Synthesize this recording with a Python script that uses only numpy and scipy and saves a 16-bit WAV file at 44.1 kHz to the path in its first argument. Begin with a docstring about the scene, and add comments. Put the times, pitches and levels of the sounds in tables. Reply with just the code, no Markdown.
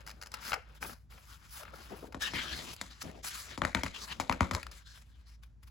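"""A small quiet room, with a picture book on a desk, heard from close above.
Fingers rub and catch on a page; its stiff sheet flexes, scrapes over its neighbour and buckles with sharp snaps.
Rubbing is shaped noise with loose clicks; snaps and ticks are bursts of clicks with a fading ring.
Gliding tones make the wobbles, twangs and thumps. A low rumble and an unsteady hum lie underneath."""
import sys
import numpy as np
from scipy import signal
from scipy.fft import rfft, irfft
from scipy.io import wavfile

SR = 44100
rng = np.random.default_rng(int(sys.argv[2]) if len(sys.argv) > 2 else 0)


def unload_audio(sound):
    """Save the sound as a 16-bit wav file, at the path given as the first command line argument."""
    columns = np.transpose(np.atleast_2d(sound))
    # keep every value between -1 and 1, then stretch to whole-number steps
    steps = np.round(np.clip(columns, -1, 1) * 32767)
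    wavfile.write(sys.argv[1], SR, steps.astype(np.int16))


N = 251370
TIME = np.arange(N) / SR  # [s]
BLOW = 2 ** 14  # room for one blow and its ring [samples]

# The sheet buckles; levels are relative, before the overall settings in scene():
# (time [s], level [dB], flap [dB], crack [dB], crumple length [s], lag of low tones [cycles],
#  resonance of the buckling patch [Hz], its gain [dB], weak band of the patch [Hz])
SNAPS = [(2.145, -29.5, -13, -24, .0057, 1, 1100, 3, 2100),
         (2.335, -26.5, -14, -27, .0023, 1, 900, 2, 2700), (2.813, -27, -22, -12, .0044, .8, 1900, 4, 2800),
         (3.576, -28.5, -10.5, -18.5, .008, 1.4, 950, 6, 1600),
         (3.618, -14.5, -18, -31, .002, 1.35, 1200, 3, 2200),
         (3.65, -15, -28, -23.5, .0024, .7, 1700, 2, 3200),
         (3.748, -13.7, -18, -21, .0028, 1.15, 2150, 5.5, 770),
         (3.834, -19.5, -16.5, -16, .0018, 1.22, 2500, 6, 760),
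         (4.199, -19, -21.5, -19, .006, .7, 850, 5, 1620),
         (4.296, -12, -18.5, -27.5, .002, 1.05, 950, 3, 1750),
         (4.314, -25, -20, -29, .003, .99, 950, 6, 1700), (4.407, -11, -18, -26.5, .0017, 1, 1280, 4, 1680),
         (4.43, -28, -17.5, -27, .0014, 1, 1000, 5, 1700),
         (4.511, -18.5, -18, -22, .004, 1.2, 1100, 6, 1650),
         (4.549, -18.5, -27, -17.5, .0023, .87, 2000, 2.5, 750)]
# Widths of a snap's resonance and weak band [octaves], and the depth of that band [dB]
PATCH_OCTAVES, DIP_OCTAVES, DIP_DB = .3, .1, 7.5
# Tone colour of a snap: (frequency [Hz], gain [dB])
SNAP_COLOUR = [(30, -6.5), (80, 9), (130, 2), (260, 4.5), (410, -8.5), (580, -4), (750, -4), (950, -2.5),
               (1400, -5.5), (2250, -5), (2700, -11), (4000, 4), (7000, 2), (11000, -7.5), (16000, -20.5)]

# How long the ring of sheet, desk and room takes to fall by 60 dB: (frequency [Hz], time [s])
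RING_T60 = [(60, .4), (120, .14), (240, .38), (480, .38), (960, .18), (1920, .36), (3840, .38), (7680, .3)]
# Strength of that ring before the overall ring setting: (frequency [Hz], energy against the blow [dB])
RING_DB = [(60, 4.5), (250, -.5), (600, -2.5), (1500, -4.5), (3000, -7.5), (8000, -2.5)]
# Steady ringing tones of the room, each strength varied by chance and then by the ring setting:
# (frequency [Hz], time to fall by 60 dB [s], energy against the blow [dB])
ROOM_MODES = [(183.9, .2, -21), (266, .19, -21), (345, .22, -19.5), (499, .28, -22), (560, .2, -19),
              (745, .14, -30), (946, .16, -26), (1397, .12, -29), (1886, .12, -30), (2078, .1, -28),
              (3070, .073, -32)]
RING_BUILD_S, RING_LUMPS_DB = .003, 2.2  # the ring builds up, then dies unevenly
RING_CRACKLE_DB, RING_CRACKLES_PER_S = 3.0, 450  # the paper crackles on while a blow dies away

# Fingers catch and paper edges flick; levels are relative, before the overall settings:
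# (time [s], level [dB], treble [dB], length [s])
TICKS = [(.317, -38, -1, 0.003), (.34, -24, -4.5, 0.0036), (.519, -16.5, -19, 0.002),
         (.530, -11.5, -19.5, 0.0046), (.540, -17, -12, 0.0029), (.826, -21, -29, 0.0035),
         (.847, -27, -34, 0.0046), (.895, -34, -30, 0.003), (1.122, -43, -30, 0.0033),
         (1.176, -38.5, -15, 0.0069), (1.632, -32.5, -26, 0.0023), (1.651, -34, -26, 0.0035),
         (1.679, -35, -35, .003), (2.123, -35, -12, 0.0041), (2.218, -31.5, 5, 0.0077),
         (2.764, -44, 3, 0.0011), (3.019, -31, -9, .002), (3.025, -46, 16, 0.0021),
         (3.113, -42.5, -7, 0.0018), (3.244, -30, -24.5, 0.0025), (3.633, -22, -29.5, .005),
         (3.767, -23, -31, 0.0041), (3.789, -25, -34, .004), (3.861, -21.5, -15.5, 0.0045),
         (4.207, -24, -9, 0.005), (4.324, -18, -15.5, 0.0022), (4.338, -34, -35, 0.0038),
         (4.458, -32.5, -30.5, 0.0035), (4.533, -25, -9, 0.0067), (4.63, -24.5, -13, 0.0014),
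         (4.666, -28, -13, 0.002), (4.713, -38, -2, 0.0051), (4.974, -43, -30, 0.004)]
# Tone colour of ticks and single fibre clicks: (frequency [Hz], gain [dB])
TICK_COLOUR = [(80, -12), (350, -16.5), (650, -6.5), (880, -1), (1100, -4.5), (1350, 2), (1800, -4),
               (2300, -2.5), (2700, -3.5), (3500, -9.5), (4300, -1.5), (5100, 4), (6500, -2.5), (11000, -7),
               (16000, -11.5)]
# A fingertip judders in a short run of slips, also set before the overall tick settings:
# (time [s], length [s], level of the first slip [dB])
JUDDERS = [(0.0645, .054, -35), (0.214, .026, -34), (0.260, .015, -37)]
# Time between slips [s], its random share, fading [dB/s], treble [dB]
SLIP_S, SLIP_JITTER, SLIP_FADE_DB_PER_S, SLIP_TOP_DB = 0.0094, 0.071, 36, -5
SLIP_LENGTH_S, SLIP_VARY_DB = .003, 1.5  # each slip is brief and has a strength of its own

# Sheet slides on sheet; levels are before the mix:
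# (time [s], swell [s], ease-off [s], rub [dB], hiss against rub [dB], body against rub [dB])
SHEET_STROKES = [(1.9, .025, .04, -55, -14, 8), (2.0, 0.036, 0.16, -73.5, -34, 22.5),
                 (2.207, 0.009, 0.07, -33.5, -2.5, -9), (2.28, .015, .035, -46, -7, -3),
                 (2.335, 0.0032, .2, -34.5, -7, -7.5), (2.48, 0.07, 0.19, -43, -1, -3),
                 (2.75, 0.015, 0.23, -55, -7, -9), (2.905, 0.0023, 0.095, -53, -1.5, -13),
                 (3.009, 0.0095, 0.0067, -37, 0.5, -30), (3.035, 0.0073, 0.17, -57, -8, 10),
                 (3.234, 0.013, 0.11, -41.5, 2.5, -15.5), (3.31, 0.07, 0.09, -47, 4, -16.5),
                 (3.44, 0.074, 0.048, -47.5, -6.5, -6.5), (3.932, 0.016, 0.033, -43, -7.5, -14.5),
                 (3.96, 0.048, 0.051, -45, -1, -4.5), (4.075, 0.054, 0.0032, -37, -8, -11),
                 (4.14, 0.0075, 0.62, -66.5, -3, 10), (4.714, 0.0025, 0.11, -55.5, 0, -22),
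                 (4.852, 0.02, 0.15, -55.5, 2.5, -14), (5.03, 0.049, 0.19, -68.5, -4, -6.5),
                 (5.258, 0.012, 0.087, -62.5, -1.5, -18.5)]
# Tone colour of the sliding sheet, before its three bands are levelled: (frequency [Hz], gain [dB])
SHEET_COLOUR = [(150, 9.5), (270, 2), (520, -5), (1000, -4), (1650, -3), (2400, -3.5), (3300, -2.5),
                (4300, -2), (5500, -2), (6500, -4), (7500, -3.5), (11000, -8.5), (16000, -14.5)]
# The curl of the sheet lifts one band of its hiss for a while; gain is before the loss below:
# (time [s], length [s], frequency [Hz], gain at the top [dB])
CURLS = [(2.195, .115, 1750, 10.5), (2.2, .075, 5400, 7), (2.2, .045, 6200, 5), (2.2, .075, 3680, 9),
         (2.23, .085, 2880, 8), (2.32, .21, 3250, 7.5), (2.33, .1, 2100, 4), (2.36, .23, 1620, 8),
         (2.38, .2, 5750, 4), (3.22, .17, 1490, 5.5), (3.93, .057, 3280, 7), (3.98, .077, 5900, 7.5),
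         (4.08, .06, 2930, 7), (4.69, .08, 3600, 6), (4.76, .28, 1580, 8), (4.8, .24, 5300, 6),
         (4.84, .12, 4250, 6), (5.05, .33, 1600, 5), (5.24, .06, 4300, 10), (5.28, .11, 5400, 9)]
CURL_Q, CURL_LOSS_DB = 8.4, 1.5  # sharpness of the band; how far all the hiss is turned down meanwhile

# Fingers stroke the page; levels are before the mix:
# (time [s], swell [s], ease-off [s], rub [dB], hiss against rub [dB], body against rub [dB])
FINGER_STROKES = [(0.0, 0.0088, 0.012, -52, -12, -4), (.02, 0.044, 0.32, -65.5, -7, 6),
                  (.32, 0.03, 0.06, -48.5, -15, -7), (.41, 0.079, 0.027, -39.5, -1.5, -12),
                  (.655, 0.049, 0.08, -60, -15, 0), (.745, 0.0063, 0.024, -61, 4, -12),
                  (.812, 0.012, 0.11, -48, 3, -2), (1.1, 0.0045, 0.14, -58.5, -1.5, -4),
                  (1.23, 0.12, 0.019, -54.5, 1, -13.5), (1.37, 0.082, 0.031, -58, -2, -10),
                  (1.49, 0.071, 0.075, -51, 4, -16.5), (1.58, 0.076, 0.16, -56.5, -28, -2),
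                  (1.735, 0.019, 0.32, -54, -2.5, -4.5), (5.428, 0.0083, 0.0033, -55.5, -2, -17),
                  (5.628, 0.006, 0.0061, -59.5, -1, -15.5), (5.668, 0.0073, .01, -61.5, 0, -17)]
# Tone colour of the fingers, before the three bands are levelled: (frequency [Hz], gain [dB])
FINGER_COLOUR = [(150, 4), (380, -10), (700, -10), (870, -6), (1100, -3.5), (1400, -.5), (1800, -5.5),
                 (2400, -5.8), (3600, -8.3), (4400, -8.5), (5150, -7.5), (6300, -12.5), (8000, -13.5),
                 (12000, -12.5), (16000, -16.5)]
# The flat page answers a fingertip: (frequency [Hz], width [Hz], gain at the top [dB])
PAGE = [(867, 78, 2), (1530, 100, 3.5), (2320, 150, -0.5)]

# Before it swells, a stroke makes contact: rise time [s] and rise [dB]
CONTACT_S, CONTACT_DB = 0.014, 26
SWELL_DB, SAG_DB = 11, 5  # rise up to the peak, and fall after it
LIFT_S, LIFT_DB, TAIL_T60_S = 0.0097, 10.5, 0.3  # contact breaks, then a faint tail dies in the room
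RUSTLE_HZ = np.geomspace(300, 9000, 15)  # centres of the flickering bands

# The sheet flexes and wobbles: (time [s], length [s], middle pitch [Hz], level [dB])
WOBBLES = [(0.554, .038, 470, -51.5), (0.838, 0.032, 446, -52), (0.876, .04, 299.4, -58),
           (1.585, 0.067, 658, -55.5), (1.729, 0.0215, 573, -51.5), (1.763, 0.066, 333, -63),
           (1.895, .07, 365, -49.5), (1.95, 0.055, 284, -59), (2.02, 0.03, 280, -49),
           (2.034, 0.032, 410, -54.5), (2.06, 0.066, 252, -63), (2.137, 0.042, 308.7, -54),
           (3.025, 0.042, 279, -55), (3.067, 0.0404, 434.4, -55), (3.141, 0.027, 261, -58.5),
           (4.559, .032, 491, -46)]
# Bending tones of the wobbling sheet: (multiple of the pitch [ratio], relative level [dB])
BENDING = [(1.002, 2), (1.598, -9), (2.2, 0.5), (2.9, -16), (3.8, -9)]
RELAX_OCTAVES_PER_S = 4.53  # the pitch of a wobble sinks as the bend relaxes
# After a snap the taut sheet twangs on one sinking tone, before its level flutters:
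# (time [s], length [s], middle pitch [Hz], peak level [dB])
TWANGS = [(3.756, .044, 930, -44), (4.2, .02, 2320, -43), (4.318, .034, 940, -46), (4.556, .04, 1020, -48)]
# The sheet drops on the air beneath it with a deep thump, before its level flutters:
# (time [s], length [s], middle pitch [Hz], peak level [dB])
THUMPS = [(2.317, 0.059, 91, -52), (2.502, .08, 65.2, -41.5), (3.033, 0.081, 80, -51),
          (3.842, 0.053, 90, -41), (4.412, 0.031, 75.4, -26), (4.428, 0.034, 111.7, -42),
          (4.51, .066, 88.4, -31.5), (4.618, 0.14, 60.4, -45.5)]

# Early echoes off desk and facing page: (delay left [s], delay right [s], level [dB])
ECHOES = [(.0017, 0.0022, -22.5), (.0043, 0.0024, -29), (.0091, 0.0092, -21), (0.0192, .0178, -26.5)]
# How far the paper sounds lean to the left: (frequency [Hz], left against right [dB])
LEANING = [(60, 1.6), (200, 2), (380, 2.5), (620, 10), (900, 7.5), (1350, 8.5), (2300, 6), (4500, 3),
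           (8000, 0), (15000, 0)]
# How wide the noises spread: (frequency [Hz], side against middle [dB])
SPREAD = [(60, -8), (300, -4.5), (700, -4), (1400, -4.5), (3000, -4), (7000, -11), (15000, -14)]
# Phase between the microphone ports: (frequency [Hz], lead of the left [radians])
PORT_PHASE = [(340, -0.23), (800, -1.57), (1550, 1.27), (2100, 0.28), (2650, 1.4), (3100, 0.28),
              (4600, 0.86), (5600, -1.5), (7000, 0.33)]
# In the treble the ports pass in and out of opposite phase: (frequency [Hz], lag of the left [cycles])
PORT_TURNS = [(7300, 0), (8400, .5), (9400, .5), (10500, 1), (11500, 1), (12600, 1.5), (13900, 1.5),
              (14700, 2)]
CUTOFF_HZ = 16000

# Tone colour of the room rumble, before its level is set: (frequency [Hz], relative level [dB])
ROOM_COLOUR = [(20, -40), (35, -16.5), (60, -0.5), (80, -6.5), (115, -12), (150, -15), (190, -22.5),
               (260, -27), (400, -38.5), (650, -40.5), (1200, -43.5), (3000, -53.5), (6000, -54),
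               (16000, -67.5)]
ROOM_DB = -59
HUM_HZ, HUM_DB = 56.4, -58.5


def snaps(level_db, crumple_db, ring_db, flap_db, crack_db, lean_db, rebound_db, travel_s, lowest_hz):
    """A buckle sends a bending wave through the sheet: treble arrives first and sweeps down into a low thud."""
    out, hz = np.zeros((2, N)), bins(BLOW)
    pulse = causal(1 / (1 + (hz / 3800) ** 2)) * from_db(lean_db * np.array([[1], [-1]]))
    treble = causal((hz + 30) / (hz + 3000))
    bass = causal(1 / (1 + (hz / 450) ** 2))
    for s, db, flap, crack, length, lag, patch_hz, patch_db, dip_hz in SNAPS:
        bending = np.exp(-2j * np.pi * (lag * np.log(1 + hz / lowest_hz) + travel_s * hz))
        shelves = [(280, flap + flap_db), (700, 0), (2400, 0), (4800, crack + crack_db)]
        patch = patch_db * bump(hz, patch_hz, PATCH_OCTAVES) - DIP_DB * bump(hz, dip_hz, DIP_OCTAVES)
        colour = causal(from_db(at_hz(SNAP_COLOUR, hz) + at_hz(shelves, hz) + patch))
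        # the low flap comes back from the edges of the page
        rebound = from_db(rebound_db) * bass * np.exp(-2j * np.pi * hz * rng.uniform(0.022, 0.033))
        crumpling = from_db(crumple_db) * crumple(length, rise=0.00027) * treble
        blow = pulse * bending * (1 + rebound) + crumpling
        ringing = from_db(ring_db) * ring() * bending
        add(out, s, from_db(db + level_db) * dying(colour * (blow + ringing)))
    return out


def crumple(length, rise):
    """Spectrum of a short run of tiny fibre clicks, of unit energy."""
    age = TIME[:BLOW]
    shape = np.exp(-age / length) * (1 - np.exp(-age / rise))
    clicks = rng.standard_normal(BLOW) * from_db(2 * rng.standard_normal(BLOW)) * shape
    return rfft(clicks / np.sqrt(np.sum(clicks ** 2)))


def ring():
    """Spectrum of the tail after a blow: crackling noise dying band by band, plus the room's own tones."""
    t, hz = TIME[:BLOW], bins(BLOW)
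    steps = np.interp(t * RING_CRACKLES_PER_S, np.arange(400), rng.standard_normal(400))
    crackle = from_db(RING_CRACKLE_DB * steps)
    mid, side = rfft(rng.standard_normal((2, BLOW)) * rms_one(crackle))
    noise = mid + side * from_db(at_hz(SPREAD, hz)) * [[1], [-1]]
    centres = np.geomspace(60, 15360, 9)  # one band per octave
    tail = 0
    for k, centre in enumerate(centres):
        share = np.interp(np.log(hz), np.log(centres), np.arange(len(centres)) == k)
        decay = np.exp(-np.log(1000) * t / at_hz(RING_T60, centre))
        build = 1 - np.exp(-t / RING_BUILD_S)
        lumps = np.interp(t, np.linspace(0, t[-1], 48), rng.standard_normal(48))
        fade = decay * build * from_db(RING_LUMPS_DB * lumps)
        gain = from_db(at_hz(RING_DB, centre)) / np.sqrt(np.sum(fade ** 2))
        tail = tail + irfft(noise * share) * fade * gain
    for mode_hz, t60, db in ROOM_MODES:
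        mode = np.sin(2 * np.pi * (mode_hz * t + rng.random())) * np.exp(-np.log(1000) * t / t60)
        tail = tail + from_db(db + 3.1 * rng.standard_normal()) * mode / np.sqrt(np.sum(mode ** 2))
    return rfft(tail)


def dying(spectrum):
    """A blow's waveform, fading to nothing at its end."""
    return irfft(spectrum) * (1 - np.linspace(0, 1, BLOW) ** 2) ** 2


def ticks(level_db, ring_db, top_db, rise_share):
    """An edge or a fingertip lets go in a brief burst of clicks, followed by a ring."""
    out, hz = np.zeros((2, N)), bins(BLOW)
    dull = causal(1 / np.sqrt(1 + (hz / 3000) ** 2))
    for s, db, top, length in TICKS + judders():
        shelf = at_hz([(2800, 0), (5500, top + top_db)], hz)
        colour = causal(from_db(at_hz(TICK_COLOUR, hz) + shelf))
        burst = crumple(length, rise_share * length)
        with_ring = burst * (1 + from_db(ring_db) * dull * ring())
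        add(out, s, from_db(db + level_db) * dying(colour * with_ring))
    return out


def judders():
    """Stick and slip: nearly even ticks that tend to weaken, as (time [s], level [dB], treble [dB], length [s])."""
    slips = []
    for s, length, first_db in JUDDERS:
        for age in np.arange(0, length, SLIP_S):
            when = s + age + SLIP_S * SLIP_JITTER * rng.standard_normal()
            db = first_db - SLIP_FADE_DB_PER_S * age + SLIP_VARY_DB * rng.standard_normal()
            slips.append((when, db, SLIP_TOP_DB, SLIP_LENGTH_S))
    return slips


def sliding_sheet():
    """Sheet rubs on sheet: noisy grains, flickering bands and lone clicks, coloured by the curl."""
    sheet = friction(SHEET_STROKES, SHEET_COLOUR, grain_db=1.0, slips_per_s=8000, judder_db=1.66,
                     body_hz=840, hiss_hz=4310)
    sheet = rustle(sheet, depth_db=3.2, rate=28)
    return curled(sheet + grit(SHEET_STROKES, per_s=300, spread_db=10, level_db=-14))


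def stroking_fingers():
    """Fingertips rub the page: noisy grains, flickering bands and lone clicks."""
    fingers = friction(FINGER_STROKES, FINGER_COLOUR, grain_db=1.0, slips_per_s=6000, judder_db=1.07,
                       body_hz=770, hiss_hz=4800)
    fingers = rustle(fingers, depth_db=2.8, rate=40)
    return fingers + grit(FINGER_STROKES, per_s=240, spread_db=12, level_db=-3)


def friction(strokes, colour, grain_db, slips_per_s, judder_db, body_hz, hiss_hz):
    """Paper fibres catch and slip: dense uneven grains whose strength judders along the stroke."""
    slips = rng.random(N) < slips_per_s / SR
    sizes = slips * from_db(grain_db * np.minimum(rng.exponential(1, N), 4))
    grains = widen(*(rng.standard_normal((2, N)) * (sizes + 0.43)))
    spectrum, hz = rfft(coloured(grains, colour)), bins(N)
    above_body = 1 / (1 + (body_hz / hz) ** 8)
    above_rub = 1 / (1 + (hiss_hz / hz) ** 8)
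    no_rumble = 1 / (1 + (140 / hz) ** 4)
    shares = [no_rumble * (1 - above_body), above_body - above_rub, above_rub]  # body, rub, hiss
    sound = 0
    for share, gain in zip(shares, stroke_levels(strokes)):
        sound = sound + rms_one(irfft(spectrum * share, N)) * gain
    return sound * from_db(judder_db * drift(32))


def stroke_levels(strokes):
    """Gains of body, rub and hiss: each stroke touches down, swells, sags, lifts off and dies away."""
    power = np.zeros((3, N))
    lifted_db = -SAG_DB - LIFT_DB
    shape_db = [-SWELL_DB - CONTACT_DB, -SWELL_DB, 0, -SAG_DB, lifted_db, lifted_db - 60]
    for s, swell_s, ease_s, db, hiss_db, body_db in strokes:
        corners = s - CONTACT_S + np.cumsum([0, CONTACT_S, swell_s, ease_s, LIFT_S, TAIL_T60_S])
        during = TIME[slice(*np.searchsorted(TIME, corners[[0, -1]]))]
        gain = from_db(db + np.interp(during, corners, shape_db))
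        add(power, corners[0], (from_db([[body_db], [0], [hiss_db]]) * gain) ** 2)
    return np.sqrt(power)


def rustle(x, depth_db, rate):
    """Neighbouring bands flicker independently as different patches of paper touch."""
    spectrum, log_hz, out = rfft(x), np.log(bins(N)), 0
    for pick in np.eye(len(RUSTLE_HZ)):
        gains = from_db(depth_db * rng.standard_normal(400))
        flicker = np.interp(TIME * rate, np.arange(len(gains)), gains)
        band = irfft(spectrum * np.interp(log_hz, np.log(RUSTLE_HZ), pick), N)
        out = out + band * flicker
    return out


def grit(strokes, per_s, spread_db, level_db):
    """Single fibres catch: lone clicks that stand out more the harder the rub."""
    rub = stroke_levels(strokes)[1]
    catches = rng.random(N) < per_s / SR
    sizes = catches * from_db(spread_db * rng.random(N)) * rng.choice([-1, 1], N)
    return from_db(level_db) * rms_one(coloured(sizes, TICK_COLOUR)) * rub * (rub / rub.max()) ** .25


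def curled(x):
    """Each curl of the sheet forms, rings with the hiss and opens out again."""
    out = x.copy()
    for s, length, hz, db in CURLS:
        start, count = int(s * SR), int(length * SR)
        part = x[:, start:start + count]
        ringing = from_db(-CURL_LOSS_DB) * resonate(part, [(hz, hz / CURL_Q, db)])
        add(out, s, (ringing - part) * signal.windows.tukey(count, .5))
    return out


def resonate(x, peaks):
    """The paper changes the strength of a few narrow bands of the sound made on it."""
    out = x
    for hz, width, db in peaks:
        out = out + (from_db(db) - 1) * signal.lfilter(*signal.iirpeak(hz, hz / width, fs=SR), x)
    return out


def wobbles(waver, flutter_db):
    """The bending tones glide down together as the curve of the sheet relaxes."""
    out = np.zeros((2, N))
    wavering, flutter = drift(88), drift(120)
    for s, length, hz, db in WOBBLES:
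        count = int(length * SR)
        glide = hz * 2 ** (RELAX_OCTAVES_PER_S * (length / 2 - TIME[:count]))
        sound = 0
        for multiple, mode_db in BENDING:
            part = rng.integers(N // 2) + np.arange(count)  # each tone wavers in its own way
            phase = 2 * np.pi * np.cumsum(glide * multiple * (1 + waver * wavering[part])) / SR
            sound = sound + from_db(mode_db + flutter_db * flutter[part]) * np.sin(phase)
        add(out, s, from_db(db) * rms_one(sound * signal.windows.tukey(count, .7)))
    return out


def twangs():
    """The taut sheet sings briefly on one sinking, fluttering tone."""
    return glides(TWANGS, sink_octaves_per_s=4.5, flutter_db=3.5)


def thumps():
    """The sheet drops on the air beneath it: a short deep tone that sinks."""
    return glides(THUMPS, sink_octaves_per_s=3.6, flutter_db=0.6)


def glides(rows, sink_octaves_per_s, flutter_db):
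    """The sheet swings on one tone for a moment, slowing as its tension eases."""
    out, flutter = np.zeros((2, N)), from_db(flutter_db * drift(90))
    for s, length, hz, db in rows:
        count = int(length * SR)
        glide = hz * 2 ** (sink_octaves_per_s * (length / 2 - TIME[:count]))
        tone = np.sin(2 * np.pi * np.cumsum(glide) / SR)
        add(out, s, from_db(db) * tone * signal.windows.tukey(count, .7))
    return out * flutter


def near_desk(x):
    """Each microphone gets the early echoes at its own times."""
    echoes = [sum(from_db(row[2]) * late(x[ear], row[ear]) for row in ECHOES) for ear in range(2)]
    return x + np.array(echoes)


def at_microphones(x):
    """All the paper sounds lean to the left port and reach the two ports in different phase."""
    hz = bins(N)
    half = from_db(at_hz(LEANING, hz) / 2) * np.exp(1j * at_hz(PORT_PHASE, hz) / 2)
    return irfft(rfft(x) * np.array([half, 1 / half]), N)


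def room():
    """Low rumble made of shaped noise, with a hum that wanders in phase and strength."""
    rumble = rms_one(coloured(widen(*rng.standard_normal((2, N))), ROOM_COLOUR))
    tone = np.sqrt(2) * np.sin(2 * np.pi * HUM_HZ * TIME + 0.5 * drift(4.4))
    hum = tone * from_db(0.83 * drift(7.4))
    return from_db(ROOM_DB) * rumble + from_db(HUM_DB) * hum


def from_db(db):
    """Decibels to gain."""
    return 10 ** (np.asarray(db) / 20)


def rms_one(x):
    """Scale to an average strength (rms) of 1."""
    return x / np.sqrt(np.mean(x ** 2) + 1e-20)


def bins(size):
    """Frequencies of a spectrum [Hz], none below 1."""
    return np.maximum(np.fft.rfftfreq(size, 1 / SR), 1)


def at_hz(points, hz):
    """Read a table on a log-frequency axis."""
    f, value = np.transpose(points)
    return np.interp(np.log(hz), np.log(f), value)


def bump(hz, centre_hz, octaves):
    """A bell of height 1 on a log-frequency axis."""
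    return np.exp(-.5 * (np.log2(hz / centre_hz) / octaves) ** 2)


def coloured(x, points):
    """Filter a whole-length sound with the gains of a (frequency [Hz], gain [dB]) table."""
    return irfft(rfft(x) * from_db(at_hz(points, bins(N))), N)


def causal(gain):
    """Minimum-phase response with these gains: nothing sounds before the blow."""
    cepstrum = irfft(np.log(gain))
    half = len(cepstrum) // 2
    cepstrum[1:half] *= 2
    cepstrum[half + 1:] = 0
    return np.exp(rfft(cepstrum))


def drift(rate):
    """A slow random wander of spread 1, made by smoothing noise above a rate [Hz]."""
    return rms_one(irfft(rfft(rng.standard_normal(N)) / (1 + (bins(N) / rate) ** 2), N))


def late(x, delay):
    """The sound after a delay in seconds."""
    return np.interp(TIME - delay, TIME, x, left=0)


def widen(mid, side):
    """Left and right from a shared part and a part of opposite sign."""
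    return mid + coloured(side, SPREAD) * [[1], [-1]]


def add(out, s, sound):
    """Mix a sound in at time s."""
    start = max(0, int(s * SR))
    out[:, start:start + sound.shape[-1]] += sound[..., :N - start]


def scene():
    """Snapping, sliding and flexing paper over the quiet room."""
    snapping = snaps(level_db=25.7, crumple_db=2.2, ring_db=-4.2, flap_db=14.3, crack_db=3.4,
                     lean_db=1.0, rebound_db=-7.5, travel_s=.0004, lowest_hz=12.06)
    ticking = ticks(level_db=19.5, ring_db=-6.0, top_db=0.5, rise_share=0.4)
    touch = resonate(from_db(-4.5) * stroking_fingers() + ticking, PAGE)
    sliding = from_db(-4.5) * sliding_sheet()
    flexing = wobbles(waver=0.1905, flutter_db=4.5)
    paper = snapping + near_desk(touch + sliding + flexing) + twangs() + thumps()
    return at_microphones(paper) + room()


def record(dry):
    """The left port turns in phase through the treble; the top is cut."""
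    left, right = dry
    turns = np.interp(bins(N), *np.transpose(PORT_TURNS))
    left = irfft(rfft(left) * np.exp(-2j * np.pi * turns), N)
    low_pass = signal.ellip(10, .1, 80, CUTOFF_HZ, fs=SR, output="sos")
    return signal.sosfilt(low_pass, [left, right])


dry = scene()
out = record(dry)
unload_audio(out)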